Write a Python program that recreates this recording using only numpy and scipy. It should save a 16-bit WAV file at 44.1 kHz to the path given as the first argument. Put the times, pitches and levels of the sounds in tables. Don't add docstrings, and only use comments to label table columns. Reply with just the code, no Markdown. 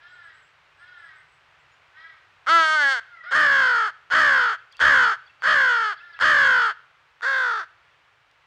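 import sys
import numpy as np
from scipy import signal
from scipy.fft import rfft, irfft
from scipy.io import wavfile
from scipy.ndimage import uniform_filter1d

SR = 44100
rng = np.random.default_rng(int(sys.argv[2]) if len(sys.argv) > 2 else 0)


def nominal_scale(level):
    x = np.asarray(level, float) / 20
    return 10 ** x


def to_wav(s):
    ch = np.atleast_2d(s).T
    pcm = np.round(np.clip(ch, -1, 1) * 32767)
    wavfile.write(sys.argv[1], SR, pcm.astype(np.int16))


N = 373086


def rms_one(x):
    return x / np.sqrt(np.mean(x ** 2) + 1e-20)


def in_time(rows, t):
    s, *columns = np.transpose(rows)
    return [np.interp(t, s, column) for column in columns]


def span(rows):
    first, last = round(rows[0][0] * SR), min(round(rows[-1][0] * SR), N)
    return slice(first, last), np.arange(first, last) / SR


def drift(hz, size):
    r = np.exp(-2 * np.pi * hz / SR)
    settle = 4000
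    wander = signal.lfilter([1], [1, -2 * r, r * r], rng.standard_normal(size + settle))
    return rms_one(wander[settle:])


def filtered(x, order, hz, kind):
    return signal.sosfilt(signal.butter(order, hz, kind, fs=SR, output="sos"), x)


def poles(hz, width):
    r = np.exp(-np.pi * width / SR)
    return [(1 - r * r) / 2, 0, (r * r - 1) / 2], [1, -2 * r * np.cos(2 * np.pi * hz / SR), r * r]


def ring_twice(x, hz, width):
    once = signal.lfilter(*poles(hz, width), x)
    return signal.lfilter(*poles(hz, width), once)


def moving(x, hz, width):
    out, state = np.zeros(len(x)), np.zeros(2)
    for i in range(0, len(x), 128):
        out[i:i + 128], state = signal.lfilter(*poles(hz[i], width), x[i:i + 128], zi=state)
    return out


def air():
    # pitch_hz, level_db (per Hz)
    colour = [(15, -55.5), (25, -33), (41, -7.5), (97, -4), (153, -4.5), (190, -22.5), (427, -10.5),
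              (475, -10.5), (1190, -1.5), (1360, -0.5), (2680, -6), (3330, -11), (6720, -27), (8800, -34.5),
              (16000, -68.5)]
    # time_s, level_db
    strength = [(0, -58.5), (2.4, -59), (7, -60), (8.46, -61)]
    hz, db = np.transpose(colour)
    grid = np.maximum(np.fft.rfftfreq(N, 1 / SR), 1)
    gain = nominal_scale(np.interp(np.log(grid), np.log(hz), db))
    noise = irfft(rfft(rng.standard_normal(N)) * gain, N)
    level_db = in_time(strength, np.arange(N) / SR)[0]
    gust_db = 0.5 * drift(1.0, N)
    return rms_one(noise) * nominal_scale(level_db + gust_db)


def lisps():
    # start_s, length_s, pitch_hz, level_db
    notes_sung = [(0.082, .12, 7800, -73), (.23, .07, 8120, -74), (.33, 0.13, 7850, -70),
                  (0.423, 0.1, 7700, -73), (.765, 0.15, 8150, -77), (.975, .15, 8110, -73),
                  (1.153, .1, 8110, -72), (1.275, .14, 8000, -74), (1.59, .07, 7780, -81)]
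    scoop_hz, scoop_s, attack_s = 450, 0.03, 0.025
    out = np.zeros(N)
    for s, length, hz, db in notes_sung:
        at, t = span([(s,), (s + length,)])
        scoop = scoop_hz * np.clip(1 - (t - s) / scoop_s, 0, 1)
        pitch = hz - scoop + 90 * drift(120, len(t))
        shape_db = np.interp(t - s, [0, attack_s, length * 0.6, length], [-2, 0, -2.5, -14])
        husk = 1 + 0.5 * drift(90, len(t))
        whistle = np.sin(2 * np.pi * np.cumsum(pitch) / SR)
        out[at] += nominal_scale(db + shape_db) * np.hanning(len(t)) ** 0.17 * husk * whistle
    return out


def chips():
    # start_s, start_hz, end_hz, length_s, level_db
    stray = [
        (1.7, 6900, 6900, 0.069, -75),
        (1.71, 5300, 5160, 0.037, -78),
    ]
    # delay_s, start_hz, end_hz, length_s, level_db
    phrase = [
        (0, 5020, 4080, 0.025, 4),
        (0.01, 3060, 3730, .025, 7),
        (.03, 2560, 2830, .03, 9),
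    ]
    # start_s, level_db
    phrase_starts = [(4.575, -69), (4.711, -59), (4.765, -60), (5.257, -62), (5.4, -64.5), (5.967, -61),
                     (6.124, -61)]
    glides = list(stray)
    for s, db in phrase_starts:
        for delay, from_hz, to_hz, length, note_db in phrase:
            glides.append((s + delay, from_hz, to_hz, length, db + note_db))
    out = np.zeros(N)
    for s, from_hz, to_hz, length, db in glides:
        hz = np.linspace(from_hz, to_hz, round(length * SR))
        unsteady_hz = hz + 70 * drift(200, len(hz))
        whistle = np.sin(2 * np.pi * np.cumsum(unsteady_hz) / SR)
        out[round(s * SR):][:len(hz)] += nominal_scale(db + 1.5) * np.hanning(len(hz)) * whistle
    return out


def knocks(events, hz, width):
    clicks = np.full(N, 1e-18)
    for s, db in events:
        clicks[round(s * SR)] = nominal_scale(db) * 6.8 * SR / (np.pi * width)
    return ring_twice(clicks, hz, width)


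def twigs():
    # start_s, peak level_db
    snaps = [
        (4.7257, -47),
        (4.769, -44.5),
        (8.3135, -59),
    ]
    return nominal_scale(-4.5) * knocks(snaps, 3800, 3500)


def throat(x, modes, beak_hz, bright_db, restless_db=1.5):
    rung = []
    for k, (hz, width, db) in enumerate(modes):
        sign = (-1) ** k
        rung.append(sign * nominal_scale(db) * ring_twice(x, hz, width))
    width, db = modes[2][1:]
    rung[2] = nominal_scale(db) * moving(moving(x, beak_hz, width), beak_hz, width)
    voice = filtered(sum(rung[:4]), 6, 2040, "low")
    for mode in rung[4:]:
        voice = voice + mode * nominal_scale(bright_db + restless_db * drift(13, len(x)))
    return voice


def crow(calls, modes, jitter, throb, breath, smear, top_hz, low_hz=330):
    out = np.zeros(N)
    for rows in calls:
        at, t = span(rows)
        size = len(t)
        pitch, level_db, half_db, flutter, beak_hz, bright_db = in_time(rows, t)
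        rate = 61 * (pitch / 520) ** 0.3
        beat = 2 * np.pi * np.cumsum(rate * (1 + 0.18 * drift(30.2, size))) / SR
        shake = np.sin(beat) + 0.5 * np.sin(2 * beat + 1.02)
        unsteady = 1 + 4 * np.exp(-(t - t[0]) / 0.028) + np.exp((t - t[-1]) / 0.015)
        wobble = flutter * shake + jitter * unsteady * drift(150, size)
        turn = np.pi * np.cumsum(pitch * (1 + wobble)) / SR
        order = np.arange(1, int(2 * top_hz / pitch.min()))[:, None]
        lines = np.cos(order * turn + smear * order ** 2) * (order * pitch < 2 * top_hz)
        lines[0] *= 0.08
        pulses = lines[1::2].sum(axis=0) + nominal_scale(half_db) * lines[::2].sum(axis=0)
        puff = 1 + 0.5 * np.cos(2 * turn)
        hiss = breath * unsteady * puff * signal.lfilter([6.3, -4.5], [1], rng.standard_normal(size))
        source = (pulses + hiss) * (1 + throb * flutter * np.cos(beat + 1.1))
        voice = throat(source, modes, beak_hz, bright_db)
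        voice = filtered(voice, 4, [low_hz, top_hz], "band")
        evened = voice / np.sqrt(uniform_filter1d(voice ** 2, size=900) + 1e-12)
        from_edge = np.minimum(t - t[0], t[-1] - t)
        out[at] += evened * nominal_scale(level_db) * np.clip(from_edge / 0.0012, 0, 1)
    return out


def cry(s, length, db, top_hz, beak_hz):
    rise_s, release_s, start_share = 0.11, 0.11, 0.88
    sag_hz_per_s, beak_opens_hz_per_s = 250, 1600
    points = [(0, -12.5), (0.035, -0.5), (rise_s, 0), (length - release_s, -1), (length, -12.5)]
    rows = []
    for t, rel_db in points:
        risen = min(1, start_share + (1 - start_share) * np.sqrt(t / rise_s))
        after_s = max(t - rise_s, 0)
        pitch = top_hz * risen - sag_hz_per_s * after_s
        beak = beak_hz + beak_opens_hz_per_s * after_s
        rows.append((s + t, pitch, db + rel_db, -30, 0.003, beak, -0.5))
    return rows


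def far_young_crow():
    # start_s, length_s, level_db, top_pitch_hz, beak_hz
    cries = [
        (0.0, 0.4, -48, 367.4, 1500),
        (0.778, .44, -47.5, 369.5, 1520),
        (1.939, 0.23, -45.5, 332, 1900),
        (5.932, 0.41, -47.5, 356, 1560),
    ]
    # time_s, pitch_hz, level_db, beak_hz
    whine_tables = [
        [(3.04, 699, -59, 1450), (3.08, 722, -53, 1450), (3.13, 703, -44.5, 1730), (3.18, 651, -45.5, 1990),
         (3.22, 638, -48, 2000)],
        [(3.235, 571, -41, 1400), (3.262, 707, -37, 1526), (3.29, 729, -28, 1480), (3.312, 760, -34.5, 1410)],
    ]
    # pitch_hz, width_hz, level_db
    side_on = [(695, 650, -17.5), (1400, 290, 7), (1800, 575, 7), (2510, 870, -20), (3250, 730, -10),
               (4060, 510, -15.5), (4800, 210, -13.5), (5300, 400, -17.5)]
    calls = [cry(*row) for row in cries]
    for rows in whine_tables:
        calls.append([(s, hz, db, -32, 0.003, beak_hz, -8) for s, hz, db, beak_hz in rows])
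    voice = crow(calls, side_on, jitter=0.0025, throb=3.0, breath=0.14, smear=0.03, top_hz=5600)
    return nominal_scale(-4.0) * voice


def near_young_crow():
    # time_s, pitch_hz, level_db, beak_hz, brightness_db
    course = [(2.466, 237, -26.5, 1335, -8.5), (2.494, 313.3, -16.5, 1366, -3.5),
              (2.519, 333, -14, 1380, -5.5), (2.558, 335.3, -10, 1400, -7), (2.668, 312.9, -19.5, 1436, -3),
              (2.745, 311.9, -19.5, 1392, -3.5), (2.849, 278.7, -17.5, 1650, -6.5),
              (2.925, 267.3, -20, 1510, -1), (2.999, 217.1, -30, 1540, -6.5)]
    # pitch_hz, width_hz, level_db
    young = [(635, 1210, -14.5), (1050, 420, -10), (1650, 287, 4.5), (2110, 310, -7), (3130, 820, -12),
             (4450, 490, -16), (5300, 620, -23.5), (6310, 940, -29.5), (7700, 1700, -33.5)]
    rows = [(s, hz, db, -38, 0.003, beak_hz, bright_db) for s, hz, db, beak_hz, bright_db in course]
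    return crow([rows], young, jitter=0.002, throb=3.0, breath=0.05, smear=0.06, top_hz=12500, low_hz=390)


def pops():
    # start_s, peak level_db
    openings = [
        (2.464, -42),
        (4.102, -39.5),
        (4.794, -36.5),
        (5.422, -35),
        (6.191, -36),
        (7.2095, -43.5),
    ]
    return knocks(openings, 1300, 790)


def caw(s, length, db, top_hz, tired_hz, flutter, left, half_db, drop_s, tired_db):
    start_hz, end_hz, rise_s, hold_s = 454, 308.3, 0.055, 0.03
    beak_start, beak_top, beak_wide, beak_tired, beak_end = 1520, 1560, 1627, 1380, 1474
    edge_flutter = 1.51
    top, tired, end = s + rise_s + hold_s, s + length - drop_s, s + length
    halfway = 0.13 - 0.07 * tired_db
    sag_hz, curl_hz = tired_hz - top_hz, end_hz - tired_hz
    # time_s, pitch_hz, relative level_db, share of the flutter, beak_hz
    points = [
        (s, start_hz, -19.5, edge_flutter, beak_start),
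        (s + 0.016, (start_hz + top_hz) * 0.47, -5, edge_flutter, beak_start),
        (s + rise_s, top_hz, 0, 1, beak_top),
        (top, top_hz, 0, 1, beak_top),
        (0.8 * top + 0.2 * tired, top_hz + halfway * 0.52 * sag_hz, -0.6, 1, beak_wide),
        ((top + tired) / 2, top_hz + halfway * sag_hz, 0.25 * tired_db, (1 + left) / 2,
         (beak_wide + beak_tired) * 0.504),
        (tired, tired_hz, tired_db, left, beak_tired),
        (end - 0.44 * drop_s, tired_hz + 0.229 * curl_hz, tired_db - 4, left, beak_tired),
        (end - 0.3 * drop_s, tired_hz + 0.75 * curl_hz, tired_db - 6, left, beak_end),
        (end, end_hz, tired_db - 18, left, beak_end)]
    rows = []
    for t, hz, rel_db, share, beak_hz in points:
        half_now_db = half_db - 8 * (t - s) / length
        rows.append((t, hz, db + rel_db, half_now_db, flutter * share, beak_hz, 4.5))
    return rows


def adult_crow():
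    # start_s, length_s, level_db, top_pitch_hz, tired_pitch_hz
    caw_list = [
        (3.308, 0.6, -15.5, 610.4, 437.3),
        (4.104, .46, -14, 635.2, 456.2),
        (4.798, 0.36, -10.5, 608.2, 454.2),
        (5.426, .522, -16, 613, 422),
        (6.198, 0.53, -14, 613, 447.3),
        (7.218, 0.43, -20.5, 542.3, 459),
    ]
    # flutter_share, share_left_when_tired, half_pitch_db, closing_drop_s, tired_level_db
    hoarseness = [
        (.045, 1.05, -10.5, 0.073, -5),
        (.055, 1.32, -9, 0.087, -6),
        (0.075, 0.92, -10.5, 0.082, -7.5),
        (0.065, 0.45, -17.5, 0.06, -7.5),
        (0.061, 1.04, -15.5, .065, -5.5),
        (0.032, 1.66, -8, 0.13, -2.5),
    ]
    # pitch_hz, width_hz, level_db
    facing = [(453, 360, -14.5), (1152, 1750, -4), (1660, 469, 11.5), (2470, 240, -42.5),
              (3133, 610, -14.5), (4468, 650, -22.5), (5205, 350, -26.5), (6300, 1640, -35),
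              (8380, 2000, -47.5)]
    # pitch_hz, width_hz, level_db
    turned = [(510, 480, -10.5), (1030, 1100, -9), (1660, 525, 9), (1900, 240, -47), (2350, 990, -23),
              (3490, 570, -18), (4470, 720, -23), (5620, 1600, -35), (6800, 1300, -37.5), (7700, 2700, -45)]
    answers = [caw(*row, *hoarse) for row, hoarse in zip(caw_list, hoarseness)]
    caws = crow(answers[:-1], facing, jitter=0.00749, throb=0.83, breath=0.6, smear=0.14, top_hz=9400)
    last = crow(answers[-1:], turned, jitter=0.0055, throb=2.7, breath=0.42, smear=0.1, top_hz=13000)
    return caws + last


def trees(x):
    t60_s = 0.48
    t = np.arange(SR) / SR
    echo = rng.standard_normal(SR) * nominal_scale(-60 * t / t60_s) * np.clip(t / 0.0097, 0, 1)
    echo = filtered(echo, 1, (924, 4930), "band")
    return signal.fftconvolve(x, echo / np.sqrt(np.sum(echo ** 2)))[:N]


def scene():
    floor = air()
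    small = lisps() + chips() + twigs()
    far = far_young_crow()
    near = near_young_crow() + pops() + adult_crow()
    echoes = trees(nominal_scale(-24.0) * near + nominal_scale(-3.0) * far + nominal_scale(-12) * small)
    return (near + far + small + echoes + floor)[None]


def low_pass(x):
    return signal.sosfilt(signal.butter(12, 16100, fs=SR, output="sos"), x)


def record(dry):
    knee_db, squeeze, release_db_per_s = -10.5, 0.6, 293.5
    over_db = np.maximum(20 * np.log10(np.abs(dry) + 1e-9) - knee_db, 0)
    ramp = release_db_per_s * np.arange(N) / SR
    held_db = np.maximum.accumulate(over_db + ramp, axis=1) - ramp
    limited = dry * nominal_scale(-squeeze * uniform_filter1d(held_db, size=3, axis=1))
    spill = 0.89 * filtered(np.maximum(limited - 0.2, 0), 1, 2630, "low")
    crackle = -0.48 * np.maximum(limited - 0.26, 0)
    bent = limited + spill + crackle
    own_hiss = nominal_scale(-90) * rng.standard_normal(N)
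    return low_pass(filtered(bent, 1, 30, "high") + own_hiss)


dry = scene()
out = record(dry)
to_wav(out)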